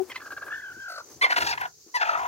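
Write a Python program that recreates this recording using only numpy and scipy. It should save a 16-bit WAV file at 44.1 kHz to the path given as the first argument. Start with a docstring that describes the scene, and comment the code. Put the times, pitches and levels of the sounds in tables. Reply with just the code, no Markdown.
"""A coop at night: a hen in a plastic nest tray whines in stutters, then squawks harshly twice as a hand pushes her.
Her voice is a stack of overtones on a pitch that dips about fifty times a second, with rasp and breath noise.
A low cluck ends nearby, made of two sine waves. Shaped noise makes the litter rustle and the handling rumble;
fading sine waves make the tray knock, and short noise bursts are grit.
Outside, noise bands make distant insects and air, and a pulsing narrow band is a nearer cricket."""
import sys
import numpy as np
from scipy import signal
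from scipy.fft import rfft, irfft, next_fast_len
from scipy.io import wavfile
from scipy.ndimage import uniform_filter1d, map_coordinates

SR = 44100
rng = np.random.default_rng(int(sys.argv[2]) if len(sys.argv) > 2 else 0)


def to_wav(s):
    """Save 16-bit WAV."""
    ch = np.atleast_2d(s).T  # columns
    pcm = np.round(np.clip(ch, -1, 1) * 32767)  # PCM
    wavfile.write(sys.argv[1], SR, pcm.astype(np.int16))


N = 100503  # length in samples
TIME = np.arange(N) / SR  # seconds
TOP_HZ = 15830  # nothing sounds above this


def amp(db):
    """Turn decibels into a gain."""
    return 10 ** (np.asarray(db) / 20)


def unit(x):
    """Scale a sound to an rms level of 1."""
    return x / np.sqrt(np.mean(x ** 2) + 1e-20)


def along(points, hz):
    """Read a (frequency, value) table on a log axis; below its first point the value is 30 less."""
    f, v = np.transpose(points)
    return np.interp(np.log(hz + 1), np.log(f + 1), v, left=v[0] - 30)


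def curves(rows):
    """One value per sample for each column after the time, joined by straight lines."""
    s, *columns = np.transpose(rows)
    return [np.interp(TIME, s, column) for column in columns]


def wobble(rate):
    """A smooth random curve with `rate` random points a second."""
    points = rng.standard_normal(int(N * rate / SR) + 4)
    return map_coordinates(points, [np.arange(N) * rate / SR])


def filtered(x, response):
    """Change the loudness of each frequency by a response curve."""
    m = next_fast_len(N + SR // 2)
    hz = np.fft.rfftfreq(m, 1 / SR)
    return irfft(rfft(x, m) * response(hz), m)[..., :N]


def noise(spectrum, alike=1):
    """Stereo noise of rms 1; alike is how much left resembles right (1 = the same)."""
    turn = np.arccos(np.clip(alike, -1, 1)) / 2
    shaped = filtered(rng.standard_normal((2, N)), lambda hz: amp(along(spectrum, hz)))
    mid, side = shaped * [[np.cos(turn)], [np.sin(turn)]]
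    return unit(np.array([mid + side, mid - side]))


def placed(x, lag_ms, pan_db):
    """Place a sound sideways: the right side lags, and the left is louder by pan_db."""
    n, half = np.arange(N), lag_ms * SR / 2000
    left = map_coordinates(x, [n + half], mode="nearest")
    right = map_coordinates(x, [n - half], mode="nearest")
    return np.array([amp(pan_db / 2) * left, amp(-pan_db / 2) * right])


# Tone colour of the distant night: (frequency [Hz], level [dB])
NIGHT_COLOUR = [(240, -55), (400, 0), (620, -26), (3330, -20.5), (4600, -5.5), (5360, -4), (6750, -2.5),
                (8900, -24.5), (15000, -15), (15700, -14)]
# Slow rise of the night: (time [s], added level [dB])
NIGHT_SWELL = [(0, 0.5), (2.28, 4.5)]
NIGHT_DB = -58  # level before the swell


def distant_night():
    """Distant insects and air: unsteady noise, almost unrelated on the two sides."""
    swell_db, = curves(NIGHT_SWELL)
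    return amp(NIGHT_DB + swell_db + 1.9 * wobble(27.36)) * noise(NIGHT_COLOUR, alike=0.033)


# Loudness of the nearer cricket: (time [s], level [dB])
CRICKET_LEVEL = [(.98, -73), (1.0, -57), (1.17, -56), (1.2, -74), (2.05, -56)]
CRICKET_HZ, CRICKET_WIDTH_HZ, PULSE_HZ = 6200, 40, 68.9  # pitch, spread to each side, pulses per second


def cricket():
    """A nearer cricket: a narrow band of noise opened and closed by regular pulses."""
    level_db, = curves(CRICKET_LEVEL)
    band = filtered(rng.standard_normal((2, N)),
                    lambda hz: np.exp(-((hz - CRICKET_HZ) / CRICKET_WIDTH_HZ) ** 2))
    pulses = np.cos(np.pi * PULSE_HZ * TIME) ** 2
    return amp(level_db) * unit(band * pulses)


# How long the walls ring: (frequency plus 300 [Hz], time to fall 60 dB [s])
COOP_RING = [(300, 0.17), (9000, 0.07)]


def coop(x):
    """The short answer of the coop walls: the sound smeared by noise whose treble fades sooner."""
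    hz, t, grid = signal.stft(rng.standard_normal((2, SR // 4)), SR, nperseg=256)
    fall_s = np.abs(along(COOP_RING, hz + 300))[:, None]
    tail = signal.istft(grid * amp(-60 * t / fall_s), SR, nperseg=256)[1]
    later = np.pad(x, (130, 0))[None]  # the answer starts 130 samples late
    return signal.fftconvolve(later, tail / np.linalg.norm(tail[0]), axes=1)[:, :N]


# Movement in the tray: (time [s], litter level [dB], handling rumble level [dB])
RUSTLE_LEVELS = [(.06, -52.5, -65), (.75, -62, -66), (.85, -74, -70), (1.1, -55.5, -71.5),
                 (1.17, -59.5, -55), (1.25, -59, -67), (1.4, -47, -62), (1.47, -44, -54.5),
                 (1.66, -57.5, -60), (1.72, -79, -70.5), (2.0, -63, -73), (2.28, -53, -57)]
# Tone colour of the litter: (frequency [Hz], level [dB])
LITTER_COLOUR = [(150, -35), (260, -2.5), (380, 0), (600, -6), (1200, -10), (3000, -22.5)]
# Tone colour of the handling rumble: (frequency [Hz], level [dB])
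RUMBLE_COLOUR = [(25, -45.5), (70, -3), (150, -6.5), (400, -35.5)]
TRAY_ALIKE = .85  # left-right likeness


def rustle():
    """Feet and hand shift the litter: unsteady mid-range noise over a low rumble."""
    litter_db, rumble_db = curves(RUSTLE_LEVELS)
    litter = amp(litter_db + 3.6 * wobble(39.804)) * noise(LITTER_COLOUR, TRAY_ALIKE)
    rumble = amp(rumble_db + 2.6 * wobble(12.66)) * noise(RUMBLE_COLOUR, TRAY_ALIKE)
    return litter + rumble


# Soft knocks on the tray: (time [s], relative level [dB])
KNOCKS = [(0.767, -46), (1.161, -52.5), (1.429, -41.5), (1.864, -51)]
# Ringing tones of the plastic: (frequency [Hz], average level [dB], time to fall 60 dB [s])
TRAY_TONES = [(255, -1, 0.078), (331, 7, 0.071), (418, -4, 0.17)]
# Grit flicked on plastic: (time [s], relative level [dB])
TICKS = [(1.6116, -29), (1.6746, -42)]


def knocks_and_grit():
    """Knocks ring the tray's own tones, freshly balanced each time; grit is fast-fading noise."""
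    hits, t = np.zeros(N + SR), np.arange(SR // 8) / SR
    for start, db in KNOCKS:
        ring = np.zeros(len(t))
        for hz, tone_db, fall_s in TRAY_TONES:
            ring += amp(tone_db + rng.normal(0, 2) - 60 * t / fall_s) * np.sin(2 * np.pi * hz * t)
        soft_start = 1 - np.exp(-t / 0.0021)
        hits[round(start * SR):][:len(t)] += amp(db - 2) * ring * soft_start
    for start, db in TICKS:
        hits[round(start * SR):][:len(t)] += amp(db - 9.5 - 60 * t / 0.024) * rng.standard_normal(len(t))
    return hits[:N]


def tray():
    """Everything in the tray, 6 dB louder on the left."""
    return (rustle() + knocks_and_grit()) * amp([[3], [-3]])


# The end of a low cluck: (time [s], pitch [Hz], level of the lowest tone [dB])
CLUCK = [(0, 374, -28.5), (.022, 375.7, -28), (.034, 376, -37.5), (.05, 372, -52)]
# From the second harmonic up: (level against the lowest tone [dB], change after 10 ms [dB per ms])
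CLUCK_OVERTONES = [(-9, -1.4)]


def cluck():
    """The end of a low cluck, on the left; its overtone dies first."""
    hz, db = curves(list(CLUCK) + [(.2, 372, -90)])
    phase = 2 * np.pi * np.cumsum(hz) / SR
    late_ms = np.clip(TIME * 1000 - 10, 0, 100)
    tone = np.cos(phase)
    for k, (over_db, fade) in enumerate(CLUCK_OVERTONES, start=2):
        tone = tone + amp(over_db + fade * late_ms) * np.cos(k * phase)
    return placed(np.sqrt(2) * amp(db) * tone, lag_ms=.3, pan_db=15)


# Bursts of voice: (start [s], turning moment [s], end [s], level at the turn [dB], level at the end [dB])
BURSTS = [(0.096, 0.121, 0.12, -34.5, -40), (0.143, 0.158, 0.17, -33, -38), (0.196, 0.209, 0.23, -43, -46),
          (0.246, 0.269, 0.277, -39.5, -39.5), (.303, 0.305, 0.3343, -37, -37),
          (0.363, 0.379, 0.38, -33, -36), (0.409, 0.43, .44, -34, -40.5),
          (0.461, 0.467, 0.49, -39.5, -37.5), (0.498, 0.526, 0.62, -32, -42.5),
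          (0.603, 0.625, 0.72, -41.5, -39.5), (0.718, 0.85, 0.94, -38, -40.5),
          (0.93, 0.975, 1.011, -37.5, -41.5), (1.211, 1.23, 1.2526, -18.5, -16.5),
          (1.255, 1.265, 1.295, -25.5, -39.5), (1.294, 1.316, 1.334, -20.5, -26),
          (1.358, 1.376, 1.39, -19.5, -30), (1.402, 1.422, 1.432, -20.5, -28.5),
          (1.443, 1.473, 1.54, -27, -29), (1.574, 1.583, 1.585, -27, -39),
          (1.597, 1.606, 1.662, -29, -33.5), (1.94, 1.962, 1.978, -19.5, -27.5),
          (1.997, 2.018, 2.03, -21.5, -21.5), (2.033, 2.068, 2.292, -25.5, -31.5)]
START_UNDER_DB, EDGE_S, FADE_DB_PER_S = 10.5, 0.0034, 1099  # start below the turn; fade-in; fall after end


def effort():
    """How hard she calls: each burst rises to a turning level, glides to its end level and fades fast."""
    gain = np.zeros(N)
    for start, turn, end, turn_db, end_db in BURSTS:
        db = np.interp(TIME, [start, turn, end], [turn_db - START_UNDER_DB, turn_db, end_db])
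        db = db - FADE_DB_PER_S * np.clip(TIME - end, 0, None)
        gain = np.maximum(gain, amp(db) * np.clip((TIME - start) / EDGE_S, 0, 1))
    return gain


# Trill, each row until the next: (first dip [s], dips per second [Hz], narrowness, abruptness of the flip)
TRILL = [(.223, 49.92, 2.74, 1), (1.267, 49.36, 1.4, 2), (1.366, 47.3, 1.4, 1.9), (1.452, 48.16, 1.2, 1.18),
         (1.997, 50.1, 1.345, 1.135)]
DIP_SKEW = .3  # makes the dips lopsided: slow fall, quick rise


def trill():
    """The pitch pattern of the trill: 0 at the top of each arch, 1 in the dip."""
    starts, rates, narrow, flip = np.transpose(TRILL)
    row = np.clip(np.searchsorted(starts, TIME) - 1, 0, None)
    turn = np.pi * (TIME - starts[row]) * rates[row]
    arch = np.abs(np.cos(turn + DIP_SKEW * np.sin(turn) ** 2)) ** (2 * narrow[row])
    return np.clip(.5 + flip[row] * (arch - .5), 0, 1)


# Path of the pitch: (time [s], top pitch before cracks and drift [Hz], share lost in a trill dip)
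PITCH = [(.095, 1303, 0.045), (.104, 1061, 0.0056), (.116, 1088, 0.0026), (.125, 786, 0.026),
         (.147, 1288, 0.0098), (.154, 1638, 0.017), (.161, 1057, 0.035), (.173, 1053, 0.014),
         (.181, 822, 0.0061), (.2, 1782, 0.42), (.25, 1607, 0.28), (.32, 1624, .35), (.49, 1620, 0.32),
         (.565, 1822, 0.18), (.61, 1724, 0.14), (.66, 1623, 0.08), (.72, 1516, 0.068), (.82, 1609, 0.037),
         (.95, 1542, 0.23), (.995, 1495, 0.27), (1.005, 1403, 0.43), (1.03, 1296, 0.23), (1.21, 960, 0.017),
         (1.219, 1045, 0.0033), (1.227, 1042, 0.011), (1.232, 1189, 0), (1.243, 1146, 0.01),
         (1.248, 1043, 0.02), (1.259, 1027, 0), (1.264, 898.7, .22), (1.295, 960.4, 0.26),
         (1.312, 1007, 0.28), (1.45, 945.7, 0.29), (1.49, 949.3, 0.079), (1.53, 919, 0.26),
         (1.565, 1079, 0.2), (1.65, 1031, 0.32), (1.69, 980, 0.3), (1.94, 1013, 0.0093),
         (1.966, 1002, 0.028), (1.976, 874, 0.015), (2.0, 921.6, 0.17), (2.045, 885.8, 0.33),
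         (2.09, 932.7, 0.3), (2.15, 917.4, 0.36), (2.185, 1078, 0.33), (2.278, 1001, 0.33)]
# Moments when the whine cracks upward: time [s]
CRACKS = [.613, .736]
CRACK_HZ, CRACK_S, WANDER = 280, .005, 0.01182  # jump up before the dips; half length; random drift share


def pitch(dip):
    """Her pitch in Hz: a path with upward cracks, trill dips and a small random drift."""
    top_hz, depth = curves(PITCH)
    for moment in CRACKS:
        top_hz = top_hz + CRACK_HZ * np.exp(-((TIME - moment) / CRACK_S) ** 2)
    return uniform_filter1d(top_hz * (1 - depth * dip), size=90) * (1 + WANDER * wobble(90))


# Tone colour of the beak: (frequency [Hz], level [dB])
BEAK = [(300, -11), (800, 5), (1150, 4.5), (2200, -1.5), (2600, 1), (3000, -10), (3400, -6), (4100, -22.5),
        (6500, -44)]
# Tone colour of the treble edge: (frequency [Hz], level [dB])
HISS = [(3500, -22.5), (4150, 2), (5100, -3), (9000, -19), (12500, -14)]
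# Colour over time: (time [s], overtone slope [dB per octave], treble edge against the voice [dB],
# mouth resonance [Hz])
TIMBRE = [(.18, 6.5, -14.5, 1910), (.21, -3.5, -18, 1510), (.32, -11, -18, 1580), (.49, -12, -27, 1600),
          (.52, -4, -40, 1685), (.6, -1, -45, 1600), (.87, -5, -41, 1520), (.89, -13, -9.5, 1450),
          (1.03, -19, -16.5, 1400), (1.21, 8, -17.5, 2150), (1.27, -3, -22, 2206), (1.33, 4.5, -16.5, 1550),
          (1.5, 2, -5.5, 1475), (1.56, 1, -21.5, 1506), (1.69, -4.5, -26.5, 1504), (1.96, -3, -13.5, 1938),
          (2.02, 0, -22, 1520), (2.1, -2.5, -24, 1300), (2.28, -8.5, -51, 1280)]
# Roughness over time: (time [s], level of lines at half-pitch steps [dB], roughness 0 to 1)
ROUGH = [(.1, -10, .4), (.18, -20, .15), (.32, -6, .08), (.49, -9, .08), (.52, -30, .03), (.87, -38, .02),
         (.89, -3, .06), (1.03, 0, .1), (1.21, -12, .3), (1.3, -18, .15), (1.96, -25, .1), (2.28, -16, .15)]
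MOUTH_WIDTH_HZ, MOUTH_DB = 194, 11.5  # the moving resonance of the open mouth
HALF_SWING_DB = 16  # the half-pitch lines are this much stronger in a dip than on top
FLICKER_DB, FLICKER_HZ = 3.5, 70  # size and speed of each overtone's own swelling
JITTER = .6  # phase shake at roughness 1 [radians]
RASP_DB, AIR_DB = -8, -6  # rasp at roughness 1 outside a dip; breath against the treble edge
DIP_GAIN_DB, UNSTEADY_DB = 1.5, 1.6  # extra level in a dip; random level scatter


def hen():
    """Overtones of a trilling pitch light up at beak and mouth resonances; each cycle gates rasp and breath."""
    tilt_db, edge_db, mouth_hz = curves(TIMBRE)
    half_db, rough = curves(ROUGH)
    rough = np.clip(rough, 0, 1)
    dip = trill()
    hz = pitch(dip)
    phase = 2 * np.pi * np.cumsum(hz) / SR + JITTER * rough * wobble(500)

    k = np.arange(1, 21)[:, None] / 2  # multiples of the pitch, in half steps
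    line_hz = k * hz
    line_db = (k % 1 > 0) * (half_db + HALF_SWING_DB * (dip - 0.5))
    flicker = np.array([wobble(FLICKER_HZ) for _ in k])
    line_db = line_db + FLICKER_DB * flicker * (k > 1)
    mouth_db = MOUTH_DB / (1 + ((line_hz - mouth_hz) / MOUTH_WIDTH_HZ) ** 2)
    body = amp(along(BEAK, line_hz) + mouth_db + tilt_db * np.log2(np.maximum(k, 1)) + line_db)
    # Even out the body's strength, so that effort() sets the level
    strength = uniform_filter1d(np.sqrt(np.sum(body ** 2, axis=0) / 2), size=2000)
    edge = amp(edge_db + along(HISS, line_hz) + line_db)
    gains = (body / strength + edge) * (line_hz < TOP_HZ)
    tone = np.sum(gains * np.sin(k * phase + k ** 2), axis=0)

    gate = 1 + np.cos(phase)  # opens once per cycle of the pitch
    rasp = amp(RASP_DB + 5.9 * dip) * np.sqrt(rough) * unit(gate * noise(BEAK)[0])
    air = amp(edge_db + AIR_DB) * unit(gate * noise(HISS)[0])
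    level = effort() * amp(DIP_GAIN_DB * dip + UNSTEADY_DB * wobble(70))
    voice = level * (tone + rasp + air)
    return filtered(voice, lambda hz: 1 / (1 + (330 / (hz + 1)) ** 6))  # no low rumble in her voice


# Where the hen is heard: (time [s], right side lags by [ms], left louder than right by [dB])
SIDEWAYS = [(.1, 0.045, -.5), (1.0, 0.12, 3), (1.2, 0.31, 1), (2.28, 0.31, 3.5)]
COOP_DB = -11.5  # wall answer against the voice


def scene():
    """Night, tray and cluck around the hen and the answer of the walls to her voice."""
    voice = hen()
    background = distant_night() + cricket() + tray() + cluck()
    return background + amp(COOP_DB) * coop(voice) + placed(voice, *curves(SIDEWAYS))


def record(dry):
    """Cut everything above the top frequency and thin out the deepest bass."""
    return filtered(dry, lambda hz: (hz < TOP_HZ) / (1 + (50 / (hz + 1)) ** 3))


dry = scene()
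out = record(dry)
to_wav(out)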